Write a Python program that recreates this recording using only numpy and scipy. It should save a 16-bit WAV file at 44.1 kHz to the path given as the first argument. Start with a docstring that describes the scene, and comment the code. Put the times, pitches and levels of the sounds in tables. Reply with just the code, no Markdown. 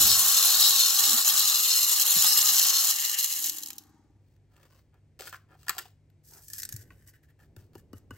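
"""A palm-sized battery vacuum is slid over a table; rice grains whirl inside and hail on its plastic cup.
It is switched off: the fan coasts down, its motor hums and knocks, and the last grains drop.
The cup is twisted off with scrapes and snaps, then the rice is poured and tapped out into a hand.
Random grain hits, rubbing noise and air noise ring filters shaped like each object; sine waves make the hums.
A small room answers, over a faint rumble and hum."""
import sys
import numpy as np
from scipy import signal
from scipy.fft import rfft, irfft, next_fast_len
from scipy.io import wavfile

SR = 44100
rng = np.random.default_rng(int(sys.argv[2]) if len(sys.argv) > 2 else 0)


def transcribe(signal):
    """Save signal, clipped to [-1, 1], as a 16-bit WAV file at the path in sys.argv[1]."""
    frames = np.atleast_2d(signal).T
    limited = np.clip(frames, -1, 1)
    pcm = np.round(limited * 32767).astype(np.int16)
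    wavfile.write(sys.argv[1], SR, pcm)


N = 360297
T = np.arange(N) / SR
SIZE = 2 ** 13  # filter length in samples
HZ = np.maximum(np.arange(SIZE // 2 + 1) * SR / SIZE, 1)
CUTOFF_HZ = 15850


def from_db(db):
    """Turn decibels into gain."""
    return 10 ** (np.asarray(db) / 20)


def rms_one(x):
    """Scale to an rms of 1."""
    return x / np.sqrt(np.mean(x ** 2) + 1e-20)


def over_hz(points, at=HZ):
    """Join points by straight lines on a log-frequency axis."""
    hz, value = np.transpose(points)
    return np.interp(np.log(at), np.log(hz), value)


def resonances(modes):
    """Gain of several resonances, their powers added."""
    power = 0
    for hz, width_hz, db in modes:
        detuning = (HZ ** 2 - hz ** 2) / (HZ * width_hz)
        power = power + from_db(db) ** 2 / (1 + detuning ** 2)
    return np.sqrt(power)


def drift(rate_hz):
    """Slow random wavering with an rms of 1, drawn at every 20th sample."""
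    r = np.exp(-40 * np.pi * rate_hz / SR)
    noise = rng.standard_normal(N // 20 + 2002)
    slow = signal.lfilter([1], [1, -2 * r, r * r], noise)[2000:]
    return np.interp(np.arange(N) / 20, np.arange(len(slow)), rms_one(slow))


def radiate(force, gain):
    """Two rows of force ring a body: a filter of unit power that never sounds before the force."""
    gain = gain / np.sqrt(np.mean(gain[HZ < CUTOFF_HZ] ** 2))
    # Folding the cepstrum puts the filter's energy as early as possible (minimum phase).
    cepstrum = irfft(np.log(gain + 1e-6))
    cepstrum[1:SIZE // 2] *= 2
    cepstrum[SIZE // 2 + 1:] = 0
    response = irfft(np.exp(rfft(cepstrum)))
    rung = signal.oaconvolve(force, response[None], axes=1)
    return rung[:, :force.shape[1]]


def hail(per_s, spread_db):
    """Random impacts of uneven size, scaled so that the rate does not change the level."""
    sizes = from_db(spread_db * np.minimum(rng.exponential(1, N), 4))
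    chance = np.clip(per_s / SR, 1e-5, 1)
    hits = (rng.random(N) < chance) / np.sqrt(chance)
    return rms_one(sizes) * hits * rng.standard_normal((2, N))


def contacts(times, levels_db, chatter_s):
    """Each contact is a burst of tiny random impacts that dies within milliseconds."""
    force, age = np.zeros((2, N + SR)), T[:SR // 20]
    for s, db in zip(times, levels_db):
        start = round(s * SR)
        burst = rng.standard_normal((2, len(age))) * np.exp(-age / chatter_s)
        force[:, start:start + len(age)] += from_db(db) * burst
    return force[:, :N]


def struck(s, db, chatter_s, gain):
    """One contact rings a body with a colour of its own."""
    out, age, start = np.zeros((2, N + SR)), T[:SR // 6], round(s * SR)
    burst = from_db(db) * rng.standard_normal((2, len(age))) * np.exp(-age / chatter_s)
    out[:, start:start + len(age)] = radiate(burst, gain)
    return out[:, :N]


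def ramp(start, length):
    """Rise from 0 to 1 in a straight line."""
    return np.clip((T - start) / max(length, 1e-4), 0, 1)


def since(start):
    """Seconds gone by since a moment, zero before it."""
    return np.maximum(T - start, 0)


def strokes(rows, release_s, column=0):
    """Gain of a run of gestures: each rises, holds and dies away; column picks one of their levels."""
    power = 0
    for start, rise, hold, *levels_db in rows:
        release = np.exp(-np.minimum(since(start + rise + hold) / release_s, 20))
        power = power + (from_db(levels_db[column]) * ramp(start, rise) * release) ** 2
    return np.sqrt(power)


ROOM_T60_S = 0.26  # the duller part of the tail falls 60 dB in this time


def room(x, wet_db, early_db):
    """Early echoes of nearby things shift slowly at random; in the diffuse tail the treble dies sooner."""
    age = T[:SR // 2]
    noise = rng.standard_normal((2, len(age)))
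    dull = signal.sosfilt(signal.butter(1, 4500, fs=SR, output="sos"), noise)
    bright_fade = from_db(-60 * age / (0.35 * ROOM_T60_S))
    tail = dull * from_db(-60 * age / ROOM_T60_S) + (noise - dull) * bright_fade
    tail = rms_one(tail * (age > .004)) / np.sqrt(len(age))
    out = x + from_db(wet_db) * signal.oaconvolve(x, tail, axes=1)[:, :N]
    # Two patterns of early echoes trade places slowly.
    age, place = T[:SR // 40], 1.5 * drift(1.5)
    for share in (np.cos(place), np.sin(place)):
        early = rng.standard_normal((2, len(age))) * np.exp(-age / 0.004) * (age > .001)
        early = rms_one(early) / np.sqrt(len(age))
        out = out + from_db(early_db) * share * signal.oaconvolve(x, early, axes=1)[:, :N]
    return out


# Colour of the room rumble: pitch_hz, relative level_db
RUMBLE_COLOUR = [(20, -29.5), (40, -15), (60, -4), (120, -7), (190, -19.5), (300, -18.5), (480, -26),
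                 (800, -33), (1200, -42.5), (2200, -38.5), (3000, -45), (8000, -49), (15600, -61.5)]
# Tones of the room hum: pitch_hz, relative level_db
ROOM_HUM = [(99, -2), (148, -7.5)]
# Pushing and handling the vacuum: start_s, rise_s, hold_s, relative level_db
HANDLING_RUMBLE = [(0, 0.0052, 0.045, -49.5), (.15, 0.048, 2.26, -71), (6.48, 0.26, 0.17, -64),
                   (7.35, 0.15, 0.82, -66)]
# Colour of that rumble: pitch_hz, relative level_db
HANDLING_COLOUR = [(25, -14.5), (70, -1), (130, -5), (220, -12), (400, -14), (700, -28.5), (2000, -56)]
# The background is faint at first and swells as the vacuum runs down.
RUMBLE_START_DB, HUM_START_DB = -74, -72.5
SWELL_DB, SWELL_START_S, SWELL_TAKES_S = 11.5, 3.6, 0.49


def background():
    """Shaped noise makes the low room rumble and the rumble of the hands; wavering sines make the hum."""
    rumble = radiate(rng.standard_normal((2, N)), from_db(over_hz(RUMBLE_COLOUR)))
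    hum = 0
    for hz, db in ROOM_HUM:
        tone = np.sin(2 * np.pi * hz * T + 0.25 * drift(1.8))
        hum = hum + from_db(db + 2.1 * drift(4.3)) * tone
    swell = from_db(SWELL_DB * ramp(SWELL_START_S, SWELL_TAKES_S))
    hand_noise = radiate(rng.standard_normal((2, N)), from_db(over_hz(HANDLING_COLOUR)))
    hands = strokes(HANDLING_RUMBLE, release_s=0.14) * hand_noise
    steady = swell * (from_db(RUMBLE_START_DB) * rumble + from_db(HUM_START_DB) * hum)
    return steady + from_db(7.0) * hands


# Soft bumps on the table: start_s, relative level_db, pitch_hz, time to swell_s
BUMPS = [(.01, -44, 310, 0.0066), (.04, -52.5, 195.3, 0.016), (.11, -45.5, 111.6, 0.0078),
         (1.067, -49, 272, 0.035), (1.13, -40, 236.5, 0.01), (2.162, -39, 183.3, 0.0049),
         (2.178, -46.5, 118, 0.0088), (6.739, -36.5, 114.3, 0.0072), (6.776, -45, 100, 0.013)]
# The cup is tapped on the palm: start_s, click_db, knock_db, knock pitch_hz, thud_db, low bump_db (all relative)
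TAPS = [(7.564, -48, -53.5, 1400, -46, -45), (7.753, -48, -42.5, 820, -37.5, -49.5),
        (7.9316, -48, -43.5, 1260, -35.5, -44), (8.1075, -46.5, -40.5, 1320, -38.5, -43.5)]
# The hand gives way just after each tap.
PALM_DELAY_S, PALM_HZ, PALM_SWELL_S = 0.0093, 99.7, .012


def bumps():
    """Soft contacts with the table and palm swell and die in a few low cycles."""
    out = np.zeros(N)
    palm = [(s + PALM_DELAY_S, db, PALM_HZ, PALM_SWELL_S) for s, *_, db in TAPS]
    for s, db, hz, swell_s in list(BUMPS) + palm:
        start = max(round(s * SR), 0)
        age = T[:min(SR // 3, N - start)]
        envelope = age / swell_s * np.exp(1 - age / swell_s)
        out[start:start + len(age)] += from_db(db) * envelope * np.sin(2 * np.pi * hz * age)
    return from_db(2.0) * out


# Once switched off, the motor's speed falls by a factor e in COAST_S.
SWITCH_OFF_S, TURNS_PER_S, COAST_S = 2.912, 56.5, 1.02
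# Friction brings the rotor to rest.
STALL_S, STALL_DB_PER_S = 3.935, 44


def speed():
    """Rotor speed as a share of full speed."""
    return np.exp(-since(SWITCH_OFF_S) / COAST_S)


def run_down(power):
    """Gain of a sound that follows a power of the rotor speed and fades as the rotor stalls."""
    return speed() ** power * from_db(-STALL_DB_PER_S * since(STALL_S))


# Resonances of the motor on its mount: pitch_hz, width_hz, relative level_db
MOUNT = [(236, 31, 9), (298, 37, 13.5), (443, 42, 3.5)]
# Overtones of the motor: multiple of its speed, relative level_db
HUM_ORDERS = [(8, -7), (10, 1.5), (11, -1), (14, -12), (18, -12)]
MOTOR_HUM_DB = -64.5
# The slowing rotor starts to hum and knock in its mount.
KNOCK_START_S, KNOCK_RISE_S, KNOCK_DB = 3.32, 0.11, -59.5


def motor_hum():
    """Overtones of the coasting motor glide down through the resonances of its mount and throb once a turn."""
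    turns_per_s, mount, out = TURNS_PER_S * speed(), resonances(MOUNT), 0
    for multiple, db in HUM_ORDERS:
        hz = multiple * turns_per_s
        gain = from_db(db) * (np.interp(hz, HZ, mount) / mount.max()) ** 0.35
        out = out + gain * np.sin(2 * np.pi * np.cumsum(hz) / SR + 0.34 * drift(8))
    turns_left = turns_per_s * COAST_S
    throb = from_db(-3.5 * np.sin(2 * np.pi * turns_left))
    fade_in = ramp(KNOCK_START_S, KNOCK_RISE_S)
    return from_db(MOTOR_HUM_DB) * fade_in * run_down(power=0.49) * throb * out


# The vacuum being slid about: time_s, treble spray_db, cup ring_db, midrange air_db (all relative)
RUNNING_LEVELS = [(0.0, -20.5, -26, -42), (0.131, -24, -28, -42.5), (0.19, -22.5, -28.5, -42),
                  (0.579, -24.5, -27.5, -41), (0.631, -22.5, -26.5, -41.5), (0.97, -26.5, -30, -46.5),
                  (0.98, -26, -29.5, -42.5), (1.201, -24, -29.5, -42.5), (1.232, -30.5, -35.5, -51),
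                  (1.281, -21, -26.5, -41), (1.32, -26.5, -31, -42.5), (1.69, -26, -30.5, -50),
                  (1.71, -26, -25.5, -45), (1.75, -26, -31.5, -49.5), (2.2, -23.5, -30.5, -47.5),
                  (2.25, -23, -30, -41), (2.29, -23, -29.5, -47), (2.7, -25.5, -31, -45),
                  (2.9, -26.5, -34, -49.5)]


def running_gains():
    """Gains of spray, cup ring and air before the run-down is applied."""
    s, *columns = np.transpose(RUNNING_LEVELS)
    return [from_db(np.interp(T, s, db)) for db in columns]


# Colour of air through the fan: pitch_hz, relative level_db
AIR = [(60, -25.5), (250, -16.5), (520, -17.5), (820, -6), (950, -10), (1150, 1.5), (1550, -6), (1900, -7),
       (2400, -16), (6500, -11), (15000, -34.5)]


def fan():
    """Air rushes through the slots; the coasting rotor nudges its mount once a turn."""
    flow = running_gains()[2] * run_down(power=2.77) * from_db(-3.5 * ramp(SWITCH_OFF_S, 0.012))
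    air = from_db(5.0) * flow * radiate(rng.standard_normal((2, N)), from_db(over_hz(AIR)))
    turns_per_s = TURNS_PER_S * speed()
    # Each whole turn lost from the turns still to go gives one knock.
    turns_left = np.floor(turns_per_s * COAST_S)
    knocks = -np.diff(turns_left, prepend=turns_left[0]) * np.sqrt(SR / turns_per_s)
    force = knocks + .06 * rng.standard_normal((2, N))
    knocking = from_db(KNOCK_DB) * ramp(KNOCK_START_S, KNOCK_RISE_S) * run_down(power=0.48)
    return air + knocking * radiate(force, resonances(MOUNT) ** 1.35 / (1 + (HZ / 480) ** 6))


# The swirl of rice collapses, then the last grains settle.
COLLAPSE_S, COLLAPSE_DB, SETTLED_S, SETTLE_DB_PER_S = 3.495, 6.5, 3.586, 113


def settling(share):
    """Gain that falls as the swirl collapses and again as the last grains settle; share scales the fall."""
    collapse_db = COLLAPSE_DB * ramp(COLLAPSE_S, 0.016)
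    settle_db = SETTLE_DB_PER_S * np.minimum(since(SETTLED_S), .45)
    return from_db(-share * (collapse_db + settle_db))


# Low resonances of the air slots: pitch_hz, width_hz, relative level_db
LOW_SLOT = [(806, 69, -2.5), (935, 82, -6.5)]
# High resonances of the air slots: pitch_hz, width_hz, relative level_db
HIGH_SLOT = [(1900, 520, -3.5), (2887, 330, 1)]
# The high ones grow as the vacuum comes to stand on the table.
SET_DOWN_S, SET_DOWN_TAKES_S, SET_DOWN_DB = 1.46, 0.53, 13


def slots():
    """The air slots ring in a gusty draught; the low ring lingers in the coast, the high dies with the swirl."""
    draught = rng.standard_normal((2, N)) * from_db(3.1 * drift(25))
    low = from_db(-69.0) * run_down(power=0.47) * radiate(draught, resonances(LOW_SLOT) ** 2.0)
    high_db = -55 + SET_DOWN_DB * ramp(SET_DOWN_S, SET_DOWN_TAKES_S)
    high_gain = from_db(high_db) * run_down(power=1.3) * settling(share=0.88)
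    return low + high_gain * radiate(draught, resonances(HIGH_SLOT) ** 1.8)


# Plastic ticks and snaps: start_s, crack_db, hollow body_db (relative), body pitch_hz
SNAPS = [(3.7044, -32, -46.5, 1210), (4.364, -61, -72, 1730), (4.565, -51, -79, 1695),
         (4.6305, -48, -56, 1296), (4.9422, -60, -63, 900), (5.194, -36.5, -37.5, 3000),
         (5.1985, -41, -40, 470), (5.2079, -29, -40.5, 428), (5.22, -33, -44, 1700),
         (5.272, -32.5, -37, 1700), (5.277, -30.5, -40, 1600), (5.3271, -37.5, -30, 1050),
         (5.3349, -42, -31.5, 1450), (5.344, -41, -33.5, 1340), (5.357, -52, -42, 1500),
         (5.519, -63, -54, 1400), (5.551, -62, -54.5, 750), (5.631, -45, -74, 1700),
         (5.6675, -44.5, -44.5, 1300), (5.683, -18, -29.5, 1700), (5.6942, -8.5, -25, 1500),
         (5.7045, -26, -30.5, 1550), (5.731, -44.5, -40, 1550), (5.7505, -39.5, -43.5, 1200),
         (5.767, -38, -40.5, 720), (5.782, -18, -33.5, 1390), (5.788, -20, -31.5, 1590),
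         (5.7948, -31, -35, 1750), (5.855, -43, -45.5, 700), (6.101, -58.5, -87, 1700),
         (6.9048, -52, -47.5, 2300), (6.923, -59, -67, 1500)]
# Colour of the crack: pitch_hz, relative level_db
CRACK = [(400, -10), (800, -26), (1100, 4.5), (1800, 3), (3000, 1), (5000, -3), (8000, 2), (9500, -11),
         (12200, 4), (15600, -3.5)]
# Resonances of the housing: pitch_hz, width_hz, relative level_db
HOUSING = [(416, 146, -8.5), (725, 200, -4), (1070, 136, -3), (1397, 100, -2), (1590, 210, -5),
           (1824, 160, -4), (2620, 300, -4), (3150, 280, -2.5)]
# Thin shell ringing when it snaps or scrapes: pitch_hz, width_hz, relative level_db
SHELL = [(2840, 446, 4), (3350, 200, -13), (4730, 420, 5), (8270, 352, -4.5)]
# Halves rub each other, fingers and palm: start_s, rise_s, hold_s, dull body_db, hiss_db (relative)
RUBS = [(4.2, 0.064, .08, -94, -83), (4.49, 0.14, 0.028, -62.5, -67.5), (4.69, 0.019, 0.087, -69, -69.5),
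        (4.92, 0.019, 0.029, -69, -87), (5.19, 0.0024, 0.095, -56, -49.5),
        (5.326, 0.003, 0.012, -57, -53.5), (5.475, 0.038, 0.027, -59.5, -73), (5.56, 0.13, 0.022, -65, -58),
        (5.695, 0.014, 0.12, -67, -53), (5.778, 0.005, 0.0086, -48, -50.5), (5.82, 0.04, 0.0097, -62, -63),
        (6.3, 0.017, 0.089, -63, -82), (6.9, 0.0076, 0.019, -65.5, -72), (7.38, 0.016, 0.047, -69, -75),
        (7.575, .01, 0.043, -69, -69.5), (7.73, .004, .008, -70, -70), (7.765, 0.0092, 0.022, -75, -73),
        (7.945, 0.009, 0.029, -67, -72), (8.12, .01, 0.038, -65.5, -69)]
# Dull colour of plastic rubbing on plastic: pitch_hz, relative level_db
RUBBING = [(120, -19.5), (240, 2.5), (450, 1.5), (750, -0.5), (1000, -2.5), (1600, -1), (2400, -13),
           (4000, -35), (9000, -63.5)]
# Bright colour of the rubbing: pitch_hz, relative level_db
RUB_HISS = [(1000, -37.5), (2800, -3), (4900, 6), (8200, 1), (9500, 1), (12000, 1.5), (15600, 4.5)]
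# The grip decides which housing resonances a snap brings out: width as a share of its pitch.
SNAP_WIDTH = 0.39


def opening():
    """The halves scrape, stick and slip; catches snap with a bright crack over the hollow housing."""
    s, crack_db, *_ = np.transpose(SNAPS)
    housing = resonances(HOUSING) / (1 + (HZ / 3200) ** 4)
    shell = resonances(SHELL)
    crack_force = contacts(s, crack_db - 4.5, chatter_s=0.0014)
    crack = radiate(crack_force, np.hypot(from_db(over_hz(CRACK)), shell))
    body = 0
    for at, _, db, hz in SNAPS:
        gain = housing * resonances([(hz, SNAP_WIDTH * hz, 0)])
        body = body + struck(at, db - 0.5, chatter_s=0.0022, gain=gain)
    slips = hail(1500, spread_db=1.0) * from_db(1.84 * drift(60.0))
    dull = radiate(slips, np.hypot(from_db(over_hz(RUBBING)), from_db(-5.5) * housing))
    bright = radiate(slips, np.hypot(from_db(over_hz(RUB_HISS)), shell))
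    scrape = from_db(-2.0) * strokes(RUBS, release_s=0.014) * dull
    hiss = from_db(-2.0) * strokes(RUBS, release_s=0.025, column=1) * bright
    return crack + body + scrape + hiss


# Resonances of the tapped cup: pitch_hz, width_hz, relative level_db
TAPPED_CUP = [(810, 92, -5), (903, 80, 1), (1140, 200, -14.5), (1358, 150, -4.5), (1470, 130, -3),
              (1750, 130, -2)]
# Faint ring of the rim: pitch_hz, width_hz, relative level_db
RIM = [(2930, 34, 0)]
RIM_DB = -7.5  # relative to the click
# The palm's thud peaks after THUD_S; its pitch sinks by THUD_SAG_HZ to THUD_END_HZ.
THUD_S, THUD_END_HZ, THUD_SAG_HZ = 0.003, 178, 430


def taps():
    """The cup clicks and knocks on the palm, each time at another spot; its rim rings and the flesh thuds."""
    s, click_db, *_ = np.transpose(TAPS)
    force = contacts(s, click_db, chatter_s=0.00241)
    click = radiate(force, np.hypot(from_db(over_hz(RUB_HISS)), resonances(SHELL)))
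    rim = from_db(RIM_DB) * radiate(force, resonances(RIM))
    knock, thud, age = 0, np.zeros(N), T[:SR // 20]
    turns = np.cumsum(THUD_END_HZ + THUD_SAG_HZ * np.exp(-age / THUD_S)) / SR
    swell = (age / THUD_S * np.exp(1 - age / THUD_S)) ** 4
    one_thud = swell * np.sin(2 * np.pi * turns)
    for at, _, knock_db, hz, thud_db, _ in TAPS:
        gain = resonances(TAPPED_CUP) * resonances([(hz, 0.4 * hz, 0)]) ** 1.3
        knock = knock + struck(at, knock_db, chatter_s=0.0035, gain=gain)
        start = round((at + 0.0011) * SR)
        thud[start:start + len(age)] += (from_db(thud_db) * one_thud)[:N - start]
    return click + rim + knock + thud


# The loudest grains bouncing in the open cup: start_s, relative level_db
BOUNCES = [(5.294, -38), (6.3356, -40), (6.4826, -34.5), (6.501, -34.5), (6.534, -25), (6.582, -27),
           (6.591, -28.5), (6.6, -28), (6.62, -28), (6.632, -21), (6.6517, -24.5), (6.6905, -27.5),
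           (6.7246, -26), (6.74, -37), (6.7636, -30), (7.075, -42.5), (7.092, -48.5), (7.981, -49)]
# Rice slides each time the cup is tilted: start_s, rise_s, hold_s, hiss_db, cup ring_db (relative)
SLIDES = [(6.23, 0.058, 0.097, -53, -75), (6.38, 0.012, 0.11, -56, -83), (6.485, 0.066, 0.055, -43.5, -62),
          (6.68, 0.0204, 0.12, -54.5, -65.5), (6.82, .02, 0.21, -70.5, -74.5),
          (7.06, 0.0133, 0.016, -57, -65), (7.13, 0.0066, 0.021, -63.5, -61.5),
          (7.225, 0.0097, .015, -71, -71), (7.28, 0.0079, 0.013, -77, -71.5),
          (7.385, 0.01, 0.046, -73, -74), (8.15, 0.014, .02, -62, -60.5)]
# Colour of the poured grains: pitch_hz, relative level_db
POURED = [(200, -17.5), (1200, -104), (2200, -23), (3800, -12.5), (5200, 0), (8000, -0.5), (9200, -2.5),
          (12300, 2.5), (14000, 1), (15600, -4)]
# Resonances of the open cup: pitch_hz, width_hz, relative level_db
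OPEN_CUP = [(1580, 81, -11), (1754, 160, -1), (3000, 220, -16)]
# Each tap shakes a little rice loose; levels start from that of its click.
SPILL_DELAY_S, SPILL_RISE_S, SPILL_HOLD_S = 0.0078, 0.021, 0.013
SPILL_HISS_DB, SPILL_RING_DB = -19, -29


def poured_rice():
    """Grains slide and bounce in the open cup and set its hollow ringing."""
    s, db = np.transpose(BOUNCES)
    bounces = contacts(s, db - 2.5, chatter_s=0.0022)
    slides = list(SLIDES)
    for at, tap_db, *_ in TAPS:
        levels_db = (tap_db + SPILL_HISS_DB, tap_db + SPILL_RING_DB)
        slides.append((at + SPILL_DELAY_S, SPILL_RISE_S, SPILL_HOLD_S, *levels_db))
    sliding = hail(3500, spread_db=2.0) * from_db(2.26 * drift(49))
    hiss_force = from_db(-2.0) * strokes(slides, release_s=0.015) * sliding + bounces
    ring_force = strokes(slides, release_s=0.012, column=1) * sliding + from_db(-16.5) * bounces
    hiss = radiate(hiss_force, from_db(over_hz(POURED)))
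    return hiss + radiate(ring_force, resonances(OPEN_CUP) ** 1.1)


WANDER_S = .0012  # rms size of the wavering delay


def wander(x):
    """A wavering delay shifts the ring a little while the vacuum is slid, and stills once it stands."""
    lag_s = WANDER_S * drift(1.2) * (1 - ramp(SET_DOWN_S + SET_DOWN_TAKES_S, 0.48))
    return np.array([np.interp(T - lag_s, T, row) for row in x])


# The cup rubs hardest on the table: start_s, rise_s, hold_s, low ring_db, high ring_db (relative)
SWELLS = [(0.08, 0.015, .035, -25, -23), (0.51, 0.025, 0.066, -25.5, -36), (0.6, 0.017, 0.063, -22.5, -24),
          (0.69, 0.022, 0.15, -27.5, -45), (1.37, 0.029, 0.022, -27.5, -41.5),
          (1.68, .025, 0.025, -41, -28), (2.15, 0.13, 0.11, -35, -29)]
# Low resonances that swell: pitch_hz, width_hz, relative level_db
LOW_RING = [(3707, 203, -1.5), (3940, 600, -1.5), (4340, 210, 2)]
# High resonance that swells: pitch_hz, width_hz, relative level_db
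HIGH_RING = [(5140, 170, 0)]


def cup_swells():
    """Rubbing over the table, the cup briefly sings at a low group of resonances and a high one."""
    friction = hail(6000, spread_db=0.5) * from_db(0.94 * drift(60))
    low = strokes(SWELLS, release_s=0.0083) * radiate(friction, resonances(LOW_RING) ** 2)
    high = strokes(SWELLS, release_s=0.015, column=1) * radiate(friction, resonances(HIGH_RING) ** 2)
    return from_db(-0.5) * wander(low + high)


# Colour of grains on the cup wall: pitch_hz, relative level_db
GRAIN = [(100, -42), (550, -40), (900, -24.5), (2300, -42), (3200, -14.5), (4700, -18), (6000, -9.5),
         (7300, -3.5), (8300, -12.5), (9100, -10), (10000, -6), (12000, -3), (13200, -8.5), (15600, -10.5)]
# Resonances of the closed cup: pitch_hz, width_hz, relative level_db
CUP = [(2884, 320, -5), (3684, 200, -6), (4090, 100, 1), (4260, 120, 2), (5105, 100, 1), (5550, 120, -1.5),
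       (6225, 100, -0.5), (6593, 120, -3.5), (6943, 190, -4.5), (6970, 328, -6), (7680, 160, -3)]
# The loudest single grains dropping: start_s, relative level_db
LAST_GRAINS = [(3.325, -10.5), (3.442, -8), (3.4961, -7.5), (3.5935, -26), (3.624, -24), (3.634, -14.5),
               (3.66, -17), (3.672, -21.5), (3.685, -22), (3.704, -18), (3.731, -26), (3.764, -38),
               (3.7821, -19.5)]
# Strongest clumps thrown at the wall, and gaps between them: time_s, swell_db
SURGES = [(0.014, 2.5), (0.455, 3), (0.998, 3.5), (1.379, 5), (1.48, 2), (1.86, -4.5), (2.045, -4),
          (2.68, 0.5), (2.725, -5), (3.056, 3.5), (3.16, -7), (3.201, 6), (3.242, 6.5)]
SURGE_HALF_S = 0.012  # a surge falls by a factor e this far from its middle
# The rice circles in a loose bunch, swelling once and twice a lap; it weakens at switch-off.
LAPS_PER_S, LAP_DB, HALF_LAP_DB, SWIRL_SAG_DB = 11.3, 0.5, 1.0, 3.5


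def whirling_rice():
    """Rice hails on the cup wall in clumps, lap after lap; as the swirl dies the grains thin out and drop singly."""
    spray, ring, _ = running_gains()
    swirl = from_db(-SWIRL_SAG_DB * ramp(SWITCH_OFF_S, 0.015)) * settling(share=1.0)
    spray = spray * swirl * run_down(power=0.75)
    ring = ring * swirl * run_down(power=1.9)
    lap = 2 * np.pi * np.cumsum(LAPS_PER_S * speed()) / SR + 1.4 * drift(2.0)
    lap_db = LAP_DB * np.cos(lap) + HALF_LAP_DB * np.cos(2 * lap)
    surge_db = sum(db * np.exp(-np.minimum(((T - s) / SURGE_HALF_S) ** 2, 20)) for s, db in SURGES)
    clumps = from_db(surge_db + lap_db + 0.31 * drift(29) + 1.1 * drift(200))
    grains_per_s = 22000 * spray / spray.max() + 400
    force = clumps * hail(grains_per_s, spread_db=3.0)
    s, db = np.transpose(LAST_GRAINS)
    drops = contacts(s, db - 12.0, chatter_s=0.0027)
    wall = radiate(from_db(2.0) * spray * force + drops, from_db(over_hz(GRAIN)))
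    cup_force = from_db(4.5 + 1.1 * drift(13.0)) * ring * force + from_db(-5.0) * drops
    cup = radiate(cup_force, resonances(CUP) / (1 + (2400 / HZ) ** 6))
    return wall + wander(cup)


def scene():
    """The running vacuum, then the handling; row 0 is what both channels share, row 1 what sets them apart."""
    running = room(whirling_rice() + cup_swells() + fan() + slots(), wet_db=-12.5, early_db=-7)
    handling = room(opening() + poured_rice() + taps(), wet_db=-13, early_db=-4)
    return running + handling + motor_hum() + bumps() + background()


# Likeness of left and right: pitch_hz, likeness from 0 to 1
LIKENESS = [(100, .97), (200, .87), (1200, .9), (2200, .76), (4500, .68), (5300, .5), (7400, .55),
            (8100, .96), (16000, .96)]
# Phase of left against right: pitch_hz, phase_rad
PHASE = [(100, .05), (2000, .05), (3100, 1.0), (5200, .9), (6600, .2), (7600, .7), (8100, 0), (8900, 0),
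         (9900, -2.9), (10600, -3.4), (11800, -6.28), (12500, -6.4), (13300, -9.1), (14200, -9.7),
         (15100, -12.56)]
# Left level minus right level: pitch_hz, balance_db
BALANCE_DB = [(100, -1), (1200, 1.5), (4000, 3), (7400, 3), (8200, -0.5)]


def record(dry):
    """Left and right are partly alike; their phase twists apart through the treble; the top is cut."""
    size = next_fast_len(N + SIZE)
    hz = np.maximum(np.arange(size // 2 + 1) * SR / size, 1)
    shared, opposed = rfft(dry, size)
    alike, sign = over_hz(LIKENESS, hz), np.array([[1], [-1]])
    channels = np.sqrt((1 + alike) / 2) * shared + sign * np.sqrt((1 - alike) / 2) * opposed
    balance = from_db(sign * over_hz(BALANCE_DB, hz) / 2)
    twist = np.exp(.5j * sign * over_hz(PHASE, hz))
    low_pass = 1 / np.sqrt(1 + (hz / CUTOFF_HZ) ** 300)
    return irfft(channels * balance * twist * low_pass, size)[:, :N]


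dry = scene()
out = record(dry)
transcribe(out)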